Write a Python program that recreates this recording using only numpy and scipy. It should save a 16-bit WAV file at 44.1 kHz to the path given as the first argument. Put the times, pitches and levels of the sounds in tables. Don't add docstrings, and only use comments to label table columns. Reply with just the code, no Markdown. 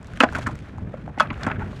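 import sys
import numpy as np
from scipy import signal
from scipy.fft import rfft, irfft
from scipy.io import wavfile
from scipy.ndimage import uniform_filter1d

SR = 44100
rng = np.random.default_rng(int(sys.argv[2]) if len(sys.argv) > 2 else 0)


def elevation(decibels):
    levels = np.asarray(decibels, float)
    return 10 ** (levels / 20)


def persist_wave(psi):
    counts = np.round(np.clip(psi, -1, 1) * 32767).astype(np.int16)
    wavfile.write(sys.argv[1], SR, np.atleast_2d(counts).T)


N = 79380

# [f/Hz, level/dB, t60/s]
SLABS = [
    [(283, -7.5, 0.13), (515, -11, 0.11), (700, -20, 0.057), (1390, 5.5, 0.016), (1582, 0, 0.061),
     (2090, -14, 0.0077), (2554, 1.5, 0.016)],
    [(252, 12.5, 0.036), (387, -8.5, 0.014), (636, -1, 0.043), (1017, 0, 0.06), (1450, 0, 0.036),
     (1860, -12, 0.044), (2400, -28, .04)],
    [(218, -6, 0.11), (1020, -32, 0.074), (1210, 7.5, 0.017), (1300, -6.5, 0.02), (1710, -41, 0.04),
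     (2546, -11, 0.047), (3310, -12.5, 0.035), (4200, -19, 0.018)],
]
# [f/Hz, density/dB per Hz]
CRACK_SPECTRUM = [(420, -24), (600, 0), (1350, 3), (2600, -15), (4000, -22.5), (8000, -31.5), (15500, -63)]
# [f/Hz, density/dB per Hz]
TICK_SPECTRUM = [(1500, -38), (3300, -2), (5000, -1), (7000, 2.5), (10000, -7), (15500, -22)]
LEAD_S = 0.01


def level(x, db):
    return x * elevation(db) / np.sqrt(np.mean(x ** 2))


def colour(x, points):
    p = np.array(points, float)
    hz = np.arange(4097) * SR / 8192 + 1
    db = np.interp(np.log(hz), np.log(p[:, 0]), p[:, 1], left=p[0, 1] - 20)
    cepstrum = irfft(db * np.log(10) / 20)
    cepstrum[1:4096] *= 2
    cepstrum[4097:] = 0
    response = irfft(np.exp(rfft(cepstrum)))
    return signal.fftconvolve(x, response)[:len(x)]


def ring(x, hz, db, t60):
    radius = np.exp(-np.log(1000) / (max(t60, 0.002) * SR))
    angle = 2 * np.pi * hz / SR
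    poles = [1, -2 * radius * np.cos(angle), radius * radius]
    return elevation(db) * signal.lfilter([radius / 2, 0, -radius / 2], poles, x)


def walk(rate):
    k = int(SR / rate)
    steps = np.repeat(rng.standard_normal(N // k + 1), k)
    wander = uniform_filter1d(uniform_filter1d(steps, k), k)[:N]
    return wander / wander.std()


def crush(rise, decay, spread_db, size=8192):
    t = np.arange(size) / SR - LEAD_S
    swell = np.exp(np.minimum(t, 0) / max(rise, 1e-4))
    fade = np.exp(-np.maximum(t, 0) / max(decay, 2e-4))
    uneven = elevation(spread_db * rng.exponential(size=size))
    x = rng.standard_normal(size) * uneven * np.where(t < 0, swell, fade)
    x[int(LEAD_S * SR)] += 1.77 * elevation(spread_db)
    return x


def soft(x, hz):
    blunt = signal.butter(3, min(hz, 9000), fs=SR, output="sos")
    no_push = signal.butter(2, 170, "high", fs=SR, output="sos")
    return signal.sosfilt(np.vstack([blunt, no_push]), x)


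def slab_ring(push, slab):
    longest_s = 0.055
    return sum(ring(push, hz, db, min(t60, longest_s)) for hz, db, t60 in slab)


def add(out, s, x, db):
    i = int((s - LEAD_S) * SR)
    k = min(len(x), N - i)
    out[i:i + k] += x[:k] * elevation(db) / np.abs(x).max()


def wind():
    # [f/Hz, density/dB per Hz]
    rumble = [(12, -104), (20, -16), (97, 0.5), (189, -6.5), (315, -15), (341, -18), (381, -16), (440, -19),
              (900, -35), (1170, -36.5), (1980, -120)]
    # [t/s, level/dB]
    gust = [(0, -41), (.13, -37.5), (.3, -35), (.43, -35.5), (.75, -38.5), (.87, -31), (.93, -40),
            (1.02, -35.5), (1.15, -37), (1.58, -30.5), (1.8, -35.5)]
    # [f/Hz, density/dB per Hz]
    air = [(300, -12.5), (600, 16), (1500, -13), (3000, -11), (8000, -59), (15000, -52)]
    gust_s, gust_db = np.array(gust).T
    x = rng.standard_normal(N)
    puffs = level(colour(x * elevation(2.65 * walk(24.9)), rumble), 1.23)
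    hiss = level(colour(rng.standard_normal(N), air), -64)
    return puffs * elevation(np.interp(np.arange(N) / SR, gust_s, gust_db)) + hiss


def slush():
    # [t/s, dull level/dB, bright level/dB]
    slide = [(0, -55, -62), (0.178, -50, -57), (.25, -71, -67), (.3, -46, -52.5), (0.368, -35, -46),
             (0.441, -49.5, -53.5), (.53, -50, -57.5), (.62, -54, -58), (.75, -52.5, -65),
             (1.152, -56, -67.5), (1.24, -42.5, -66), (1.361, -47, -60.5), (1.45, -39.5, -53.5),
             (1.52, -42, -62.5), (1.62, -47, -60), (1.682, -49, -56.5), (1.8, -50.5, -52)]
    # [f/Hz, density/dB per Hz]
    dull = [(300, -20), (600, 9), (1000, 5), (1450, 8.5), (2500, -2), (5000, -34.5)]
    # [f/Hz, density/dB per Hz]
    bright = [(1500, 7.5), (3300, 7), (5000, -2), (7000, -5), (11000, -15), (15500, -24)]
    crumbs_per_s, rattle_db = 3100, 2.2
    t, out = np.arange(N) / SR, 0
    slide_s, dull_db, bright_db = np.array(slide).T
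    rattle = walk(220)
    for spectrum, db, patchy_db in ((dull, dull_db, 2.0), (bright, bright_db, 1.5)):
        hit = rng.random(N) < crumbs_per_s / SR
        grains = hit * elevation(2.2 * rng.exponential(size=N)) + 0.84
        x = rng.standard_normal(N) * grains
        flow_db = np.interp(t, slide_s, db) + patchy_db * walk(39.22) + rattle_db * rattle
        out = out + level(colour(x, spectrum), 0) * elevation(flow_db)
    return out


def scrapes():
    # [t/s, length/s, level/dB]
    drags = [
        (1.491, 0.026, -26.5),
        (1.599, 0.026, -35.5),
    ]
    t, swell = np.arange(N) / SR, 0
    x = soft(rng.standard_normal(N) * elevation(3 * walk(200)), 2200)
    plate = level(ring(x, 1420, 0, 0.025) + ring(x, 860, 0, 0.023), 0)
    for s, length, db in drags:
        u = (t - s) / length
        rise = np.clip(np.minimum(0.4 + 0.6 * u, 1), 0, 1) * (u > 0)
        swell = swell + elevation(db) * rise * np.exp(-np.maximum(u - 1, 0) * 5)
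    return plate * swell


def pieces(rows, t60, trough_db, crunch_db):
    # [f/Hz, level/dB, t60/s]
    trough = [(243, 4, 0.023), (614, -10.5, 0.058), (1400, 0, 0.007)]
    small_hz = 2100
    out = np.zeros(N)
    for s, db, hz, treble_db, tumble in rows:
        x = crush(0.00028, tumble, 0.73, size=4096)
        push = soft(x, 1.39 * hz)
        own = ring(push, hz, 0, t60 * min(1, small_hz / hz) ** 2 * max(1, 1100 / hz))
        overtone_db = -6 - 40 * (hz > small_hz)
        own = own + ring(push, rng.uniform(2.05, 2.3) * hz, overtone_db, t60 * 600 / hz)
        walls = sum(ring(push, *mode) for mode in trough)
        add(out, s, own + elevation(trough_db) * walls, db)
        crunch = soft(soft(x, 2.2 * hz), 2.2 * hz)
        add(out, s, ring(crunch, 1.206 * hz, 0, 0.002), db + crunch_db)
        add(out, s, colour(x, TICK_SPECTRUM), db + treble_db - 4.5)
    return out


def chips():
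    # [t/s, level/dB, f/Hz, treble/dB]
    ticks = [(0.0133, -46, 760, -14), (0.029, -43.5, 1040, 4), (0.045, -41.5, 1220, 1),
             (0.0706, -44.5, 680, 9.5), (0.0849, -44, 845, -18), (0.1185, -53, 662, -21),
             (0.135, -37, 1520, -2.5), (0.1727, -31, 1640, -4), (0.3249, -28.5, 786, -7),
             (0.3321, -36, 1420, 0), (0.3752, -28.5, 880, -13), (0.4111, -33, 1150, -6),
             (0.419, -32.5, 1280, -3), (0.4316, -37, 1400, -4), (0.4392, -36, 1260, -5),
             (0.5545, -38, 1180, 2.5), (0.59, -39.5, 1660, 1.5), (0.655, -46, 1400, -25),
             (0.695, -39, 1580, -38), (0.7824, -34, 797, -10.5), (1.0888, -40.5, 820, -16),
             (1.2608, -35, 1510, -29), (1.272, -38.5, 2300, -21), (1.342, -36, 2360, -22),
             (1.3286, -33, 1100, -38), (1.3774, -35.5, 770, -10.5), (1.7295, -34.5, 646, -17)]
    tumble_s = 0.002
    return pieces([(*row, tumble_s) for row in ticks], 0.0082, -9.0, -3.0)


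def lumps():
    # [t/s, level/dB, f/Hz, treble/dB, tumble/s]
    knocks = [(0.2885, -25, 1590, -43, 0.0024), (0.3495, -16, 1490, -14, 0.0052),
              (0.354, -18, 1580, -12, 0.0043), (0.364, -31, 1080, -7, 0.007),
              (0.385, -20.5, 694, -10, 0.0047), (0.463, -21.5, 1530, -24, 0.0051),
              (0.4675, -16.5, 1215, -12, 0.0067), (0.474, -17.5, 1250, -12, 0.0025),
              (0.487, -26.5, 870, -20, 0.0078), (0.514, -33.5, 1090, -10, 0.005),
              (0.94, -23.5, 574, -29, 0.0016), (1.078, -26.5, 740, -26, 0.0008),
              (1.095, -34, 860, -31, 0.0036), (1.3035, -21.5, 2130, -47, 0.0043),
              (1.305, -21, 1050, -42, 0.0067), (1.41, -29, 1390, -16.5, 0.0051),
              (1.4335, -24.5, 3320, -7.5, 0.0017), (1.443, -26.5, 1390, -32, 0.0045),
              (1.45, -29, 1540, -23, 0.0026), (1.465, -13.5, 1400, -19.5, 0.0066),
              (1.468, -17.5, 796, -20, 0.0074), (1.478, -16, 840, -39, 0.006),
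              (1.487, -25.5, 1400, -20, 0.0036), (1.5, -20.5, 1310, -33, 0.0044),
              (1.508, -37, 1400, -17, 0.0018), (1.515, -17, 1410, -42, 0.0027),
              (1.526, -31, 1500, -26, 0.0046), (1.535, -39, 1290, -30, 0.00098),
              (1.546, -35.5, 1330, -23, 0.005), (1.558, -32, 1510, -28, 0.0071),
              (1.571, -44, 1400, -26, 0.005), (1.594, -33.5, 1700, -19, 0.0056),
              (1.611, -30, 1390, -20, 0.0063), (1.628, -33, 1450, -25, 0.005),
              (1.654, -40.5, 1580, -15, 0.006),
              (1.1765, -22.5, 777, -31, 0.0019),
        (1.185, -31.5, 2100, -6.5, 0.023),
    ]
    return pieces(knocks, 0.0084, -12.0, -11.5)


def fractures():
    # [t/s, level/dB, crack/dB relative to level]
    splits = [
        [(.2048, -1, -7), (.2093, -3, -5.5), (.2135, -18, 0), (.217, -12.5, 1), (.2275, -23, 9)],
        [(.2415, -6.5, -23), (.2465, -19, -10)],
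        [(1.1985, -15, 3.5), (1.2015, -8.5, -10.5), (1.2045, -1, -7.5), (1.2095, -10, -8.5), (1.2165, -15, -13),
         (1.2225, -17, -5)],
    ]
    decay_s = 0.0009
    out = np.zeros(N)
    for rows, slab in zip(splits, SLABS):
        for s, db, crack_db in rows:
            push = soft(crush(0.0003, decay_s, 1.0), 3200)
            add(out, s, slab_ring(push, slab), db)
            add(out, s, colour(crush(0.00024, 3 * decay_s, 0.48), CRACK_SPECTRUM), db + crack_db)
    return out


def blows():
    # [t/s, level/dB, crush rise/s, crush decay/s, crack/dB relative to level]
    swings = [
        (0.2041, -12.5, 0.0016, 0.011, 0),
        (0.2353, -2.5, 0.00092, 0.0021, 0.5),
        (1.2, -8.5, 0.00041, 0.0072, -5),
    ]
    snaps = (-23, -48, -24)
    # [t/s, level/dB, f/Hz, t60/s]
    steel = [
        (.204, -30.5, 9340, 0.0084),
        (1.226, -56, 10500, 0.037),
        (1.329, -53.5, 6760, .008),
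    ]
    out = np.zeros(N)
    for (s, db, rise, decay, crack_db), slab, snap_db in zip(swings, SLABS, snaps):
        push = soft(crush(rise, decay, 2.3), 3250)
        add(out, s, slab_ring(push, slab), db)
        add(out, s, colour(crush(1.23 * rise, 2.0 * decay, 1.6), CRACK_SPECTRUM), db + crack_db)
        add(out, s, colour(crush(rise, 0.0031, 0.68), TICK_SPECTRUM), snap_db)
    for s, db, hz, t60 in steel:
        tap = crush(0.00065, 0.0013, 2.0)
        add(out, s, ring(ring(tap, hz, 0, t60), hz, 0, 0.0053), db)
    return out


def trough_echo(ice):
    echo_db, echo_t60_s = -19.5, 0.16
    t = np.arange(SR // 2) / SR
    tail = signal.lfilter([1], [1, -0.8], rng.standard_normal(len(t))) * elevation(-60 * t / echo_t60_s)
    return elevation(echo_db) * signal.fftconvolve(ice, tail / np.sqrt(np.sum(tail ** 2)))[:N]


def scene():
    ice = chips() + lumps() + fractures() + blows()
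    return (wind() + slush() + scrapes() + ice + trough_echo(ice))[None]


def band_limit(x):
    return signal.sosfilt(signal.butter(12, 16060, fs=SR, output="sos"), x)


def record(dry):
    dull = signal.sosfilt(signal.butter(2, 12000, fs=SR, output="sos"), dry)
    limited = dull / (1 + np.abs(dull) ** 8) ** 0.12
    return band_limit(limited)


dry = scene()
out = record(dry)
persist_wave(out)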